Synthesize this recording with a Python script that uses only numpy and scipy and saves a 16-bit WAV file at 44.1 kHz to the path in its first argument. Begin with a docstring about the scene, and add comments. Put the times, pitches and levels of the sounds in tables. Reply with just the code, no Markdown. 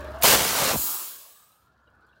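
"""A pump hums, water rushes in a pipe with a rising hollow note, and a glove rustles on a hose coupling.
At 0.22 s the coupling comes off: the seal cracks, and compressed air and spray roar out over the hand.
Near 0.75 s the line gulps clear, leaving a dry hiss that dulls and fades into faint whistles.
Pump and pipe are heard ducked after the blast; they creep back from 1.6 s, as a few drops fall."""
import sys
import numpy as np
from scipy import signal
from scipy.fft import rfft, irfft, next_fast_len
from scipy.io import wavfile
from scipy.ndimage import uniform_filter1d, map_coordinates

SR = 44100
rng = np.random.default_rng(int(sys.argv[2]) if len(sys.argv) > 2 else 0)


def transcribe(u):
    """Save the signal u as a 16-bit wav file named by the first command-line argument.

    u: samples, shape (n,) or (channels, n), limited to [-1, 1]; the rate is SR.
    q: integer samples, one column per channel.
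    """
    v = np.clip(np.atleast_2d(u).T, -1, 1)
    q = np.round(v * 32767).astype(np.int16)
    wavfile.write(sys.argv[1], SR, q)


N = 97020
T = np.arange(N) / SR
TOP_HZ = 15850


def amp(db):
    """Decibels to gain."""
    return 10 ** (np.asarray(db) / 20)


def unit(x):
    """Scale to rms 1."""
    return x / np.sqrt(np.mean(x ** 2) + 1e-20)


def curves(rows):
    """Breakpoints to envelopes, one for each column after the time."""
    times, *columns = np.transpose(rows)
    return [np.interp(T, times, column) for column in columns]


def wobble(rate):
    """A smooth random modulator, rate knots a second; the rate may move."""
    position = np.cumsum(rate * np.ones(N)) / SR
    return map_coordinates(rng.standard_normal(N // 8), [position], mode="wrap")


def filtered(x, response):
    """Equalise x with a gain given as a function of frequency."""
    size = next_fast_len(N + SR // 2)
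    return irfft(rfft(x, size) * response(np.fft.rfftfreq(size, 1 / SR)), size)[:N]


def rush(colour, patchy_db):
    """Coloured noise of rms 1 with drifting patches."""
    spectrum = signal.stft(rng.standard_normal(N), nperseg=512)[2]
    patches = uniform_filter1d(rng.standard_normal(spectrum.shape), size=3, axis=0)
    patches = uniform_filter1d(patches, size=16, axis=1)
    noise = signal.istft(spectrum * amp(patchy_db * unit(patches)), nperseg=512)[1][:N]
    f, db = np.transpose(colour)

    def eq(hz):
        return amp(np.interp(np.log(hz + 1), np.log(f), db)) * (hz < TOP_HZ) * hz / (hz + 10)
    return unit(filtered(noise, eq))


def resonance(hz, width_hz):
    """Narrow noise of rms 1 around a pitch that may move."""
    phase = 2 * np.pi * np.cumsum(hz * np.ones(N)) / SR
    return unit(wobble(width_hz) * np.cos(phase) + wobble(width_hz) * np.sin(phase))


# Envelope of the spray jet: t/s, level/dB
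SPRAY_ENVELOPE = [(.205, -110), (.214, -50.5), (.223, -45), (.231, -34.5), (.243, -16), (.29, -15.5),
                  (.34, -17.5), (.368, -22.5), (.42, -23.5), (.54, -26), (.6, -23.5), (.71, -24.5),
                  (.745, -31.5), (.775, -49.5), (.86, -110)]
# Its bright, wide spectrum: f/Hz, level/dB
SPRAY_EQ = [(100, -19), (900, 1), (2200, 1), (3300, 0.5), (5300, 0), (6300, -0.5), (7500, -1),
            (11000, -4.5), (15500, -5)]
# Roar of spray striking glove and ground: t/s, level/dB
ROAR_ENVELOPE = [(.215, -100), (.238, -23.5), (.243, -15.5), (.262, -21.5), (.3, -25.5), (.345, -19.5),
                 (.385, -30), (.54, -32), (.6, -30), (.74, -29.5), (.76, -32.5), (.772, -72), (.82, -110)]
# Its low body: f/Hz, level/dB
ROAR_EQ = [(25, -25.5), (55, -6.5), (170, -0.5), (320, -3.5), (550, 4), (820, 0.5), (1050, 0), (1500, -5.5),
           (2100, -16), (5000, -29.5)]


def blast():
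    """The seal cracks, then wet air tears out of the coupling and sputters against what is in its way."""
    seal_s, seal_db, seal_t60_s = .2235, -21, .03
    turbulence_db, sputter_db = .95, 2
    (spray_db,), (roar_db,) = curves(SPRAY_ENVELOPE), curves(ROAR_ENVELOPE)
    spray, roar = rush(SPRAY_EQ, patchy_db=1.3), rush(ROAR_EQ, patchy_db=1.5)
    spray = unit(amp(turbulence_db * wobble(350)) * spray)
    roar = unit(amp(sputter_db * wobble(160)) * roar)
    crack = amp(seal_db - 60 * np.abs(T - seal_s) / seal_t60_s) * (T > seal_s)
    return (amp(spray_db) + crack) * spray + amp(roar_db) * roar


# Air at the nozzle, with a long tail: t/s, level/dB
HISS_ENVELOPE = [(.205, -110), (.214, -41), (.231, -32), (.2345, -14.5), (.25, -22.5), (.34, -24),
                 (.38, -33), (.7, -37), (.78, -26), (.88, -26.5), (1.03, -33.5), (1.26, -48), (1.52, -64.5),
                 (1.66, -74.5), (1.76, -97), (2.2, -120)]
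# Its airy top end: f/Hz, level/dB
HISS_EQ = [(100, -37.5), (1000, -21), (1950, -20), (2700, -14), (4200, -9), (6000, -9.5), (6700, -5.5),
           (7700, -6.5), (9200, -6.5), (10500, -3.5), (12200, -2.5), (14300, -0.5), (15600, 2.5)]
# Nozzle whistles at their clearest: f/Hz, t/s, width/Hz, level/dB against the hiss
NOZZLE_WHISTLES = [(6850, .85, 450, -15), (7600, .85, 320, -15), (14380, .84, 400, -11),
                   (8030, 1.43, 300, -9), (8800, 1.56, 420, -8), (12100, 1.55, 240, -7),
                   (14300, 1.44, 480, -6)]


def hiss():
    """Dry air leaves the nozzle; as the pressure falls it dulls and narrows into rising whistles."""
    dulling_from_s, dulling_db_per_octave_s = .89, 9
    rise_per_s, fade_db_per_s = .1, 60
    level_db, = curves(HISS_ENVELOPE)
    hz, times, spectrum = signal.stft(rush(HISS_EQ, patchy_db=1.4), SR, nperseg=256)
    octaves_below_pivot = np.log2(TOP_HZ / 2 / np.clip(hz, 3000, TOP_HZ))[:, None]
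    tilt = dulling_db_per_octave_s * np.maximum(times - dulling_from_s, 0)
    air = signal.istft(spectrum * amp(tilt * octaves_below_pivot), SR, nperseg=256)[1][:N]
    for pitch, clearest, width, db in NOZZLE_WHISTLES:
        since = T - clearest
        whistle = resonance(pitch * (1 + rise_per_s * since), width)
        air += amp(db - fade_db_per_s * np.abs(since)) * whistle
    return amp(level_db + .37 * wobble(45)) * air


# Slugs of water leaving the line: t/s, note level/dB, spit level/dB
GULP_HITS = [(.275, -24, -34), (0.327, -28, -31), (.403, -34, -45), (0.731, -41, -26), (.741, -24, -34),
             (0.755, -23.5, -32), (.794, -40.5, -37), (0.836, -46.5, -44)]
# Dull splat of the spit: f/Hz, level/dB
SPIT_EQ = [(60, -2.5), (250, 1), (900, -2.5), (2500, -10), (9000, -21.5), (15500, -31)]


def gulps():
    """Slugs of water burst from the line, each with a short spit and a rough note that dives."""
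    from_hz, to_hz, dive_s, roughness = 370, 52.5, .012, .3
    attack_s, note_t60_s, spit_t60_s = .00057, .12, .03
    out, spit = np.zeros(N), rush(SPIT_EQ, patchy_db=.5)
    for start, note_db, spit_db in GULP_HITS:
        t = np.maximum(T - start, 0)
        hz = to_hz + (from_hz - to_hz) * np.exp(-t / dive_s)
        note = np.sin(2 * np.pi * np.cumsum(hz * (t > 0)) / SR) * (1 + roughness * wobble(220))
        gulp = amp(note_db - 60 * t / note_t60_s) * note + amp(spit_db - 60 * t / spit_t60_s) * spit
        out += (1 - np.exp(-t / attack_s)) * gulp
    return out


# Pipe rush as heard, ducked after the blast, creeping back from 1.6 s: t/s, level/dB
PIPE_AS_HEARD = [(0, -39), (.2, -41.5), (.78, -39.5), (.9, -44.5), (1.05, -50.5), (1.26, -60.5),
                 (1.45, -69), (1.65, -68.5), (1.9, -66), (2.2, -64.5)]
# Its boxy midrange: f/Hz, level/dB
PIPE_EQ = [(40, -23), (200, -12), (330, -3), (560, -0.5), (750, -1.5), (1100, 0), (1400, -1.5), (1720, -1),
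           (1950, -15.5), (2800, -20.5), (4200, -23.5), (7000, -36), (15500, -50.5)]
# Its hollow note gliding up, ducked likewise: t/s, f/Hz, level/dB
PIPE_NOTE = [(0, 575, -41.5), (.2, 672, -42), (.8, 954.5, -59), (1.2, 1102, -65), (1.45, 1200, -69.5),
             (1.7, 1355, -68), (1.95, 1460, -67), (2.2, 1530, -63)]


def pipe():
    """Water churns in a pipe, whose hollow note climbs as it fills."""
    (heard_db,), (hz, note_db) = curves(PIPE_AS_HEARD), curves(PIPE_NOTE)
    churn = unit(amp(1.2 * wobble(140)))
    water = amp(heard_db) * rush(PIPE_EQ, patchy_db=3.5)
    note = amp(note_db) * resonance(hz, width_hz=.11 * hz)
    return churn * (water + note)


# Pump as heard, ducked after the blast, creeping back from 1.6 s: t/s, hum level/dB, rumble level/dB
PUMP_AS_HEARD = [(0, -42, -46), (.2, -44, -50), (.75, -61, -54), (.92, -84, -76.5), (1.53, -87, -77.5),
                 (1.62, -80, -72), (1.85, -70.5, -69.5), (2.2, -75, -70)]
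# Weight of the rumble: f/Hz, level/dB
RUMBLE_EQ = [(25, -16.5), (48, 0), (105, 6.5), (170, 1.5), (250, -0.5), (400, -18), (600, -35)]


def pump():
    """The pump hums, slightly unsteady in pitch, over a low rumble."""
    hum_db, rumble_db = curves(PUMP_AS_HEARD)
    hz = 64.4 * (1 + .053 * wobble(6.6))
    hum = np.sqrt(2) * np.sin(2 * np.pi * np.cumsum(hz) / SR)
    return amp(hum_db) * hum + amp(rumble_db) * rush(RUMBLE_EQ, patchy_db=1)


# Drips in the tail: t/s, f/Hz, level/dB
DROP_HITS = [(1.518, 4000, -56), (1.823, 6800, -69.5), (1.872, 2900, -61.5), (1.874, 3900, -66),
             (2.048, 4800, -67), (2.066, 7400, -70.5), (2.09, 3400, -61.5), (2.12, 3800, -65.5),
             (2.129, 2820, -59)]


def drops():
    """Drops land as small wet ticks, each with one blurred pitch."""
    attack_s, t60_s = .0021, .066
    out = np.zeros(N)
    for start, hz, db in DROP_HITS:
        t = np.maximum(T - start, 0)
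        envelope = amp(db - 60 * t / t60_s) * (1 - np.exp(-t / attack_s))
        out += envelope * resonance(hz, width_hz=250) / 2
    return out


# Glove rubbing: t/s, level/dB
RUB_ENVELOPE = [(0, -68), (.2, -62), (.6, -78.5), (1.8, -83.5), (1.92, -84.5), (2.2, -82)]
# Its scratchy presence: f/Hz, level/dB
RUB_EQ = [(1500, -20.5), (2800, -2), (4200, -0.5), (6500, -10.5), (10000, -20.5), (15500, -20)]
# Creases snapping in the glove: t/s, level/dB
CREASE_HITS = [(.004, -53.5), (.046, -60), (.106, -56.5), (.145, -61), (.159, -68), (.186, -55),
               (1.902, -78), (1.95, -76), (2.006, -81), (2.066, -76), (2.087, -80), (2.156, -80)]
# Their crisp top: f/Hz, level/dB
CREASE_EQ = [(1500, -29.5), (4000, -1), (8000, -1.5), (12000, 0), (15500, -2)]


def glove():
    """The glove rubs in clumps of tiny ticks, with a few crisper creases."""
    clump_db, grain_db, crease_t60_s = 4.5, 3.5, .07
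    level_db, = curves(RUB_ENVELOPE)
    ticks = amp(clump_db * wobble(50) + grain_db * wobble(640))
    rubbing = unit(ticks * rush(RUB_EQ, patchy_db=-1.5))
    creases = sum(amp(db - 60 * np.abs(T - s) / crease_t60_s) * (T > s) for s, db in CREASE_HITS)
    crackle = unit(amp(grain_db * wobble(700)) * rush(CREASE_EQ, patchy_db=2.5))
    return amp(level_db) * rubbing + creases * crackle


def scene():
    """Escaping air up front; plumbing, drips and glove behind it, in mono."""
    return (blast() + hiss() + gulps() + pipe() + pump() + drops() + glove())[None]


def record(dry):
    """The microphone rounds the highest peaks and keeps nothing above its band limit."""
    ceiling = .75
    rounded = dry[0] / (1 + np.abs(dry[0] / ceiling) ** 6) ** (1 / 6)
    return filtered(rounded, lambda hz: 1 / (1 + (hz / TOP_HZ) ** 300))[None]


dry = scene()
out = record(dry)
transcribe(out)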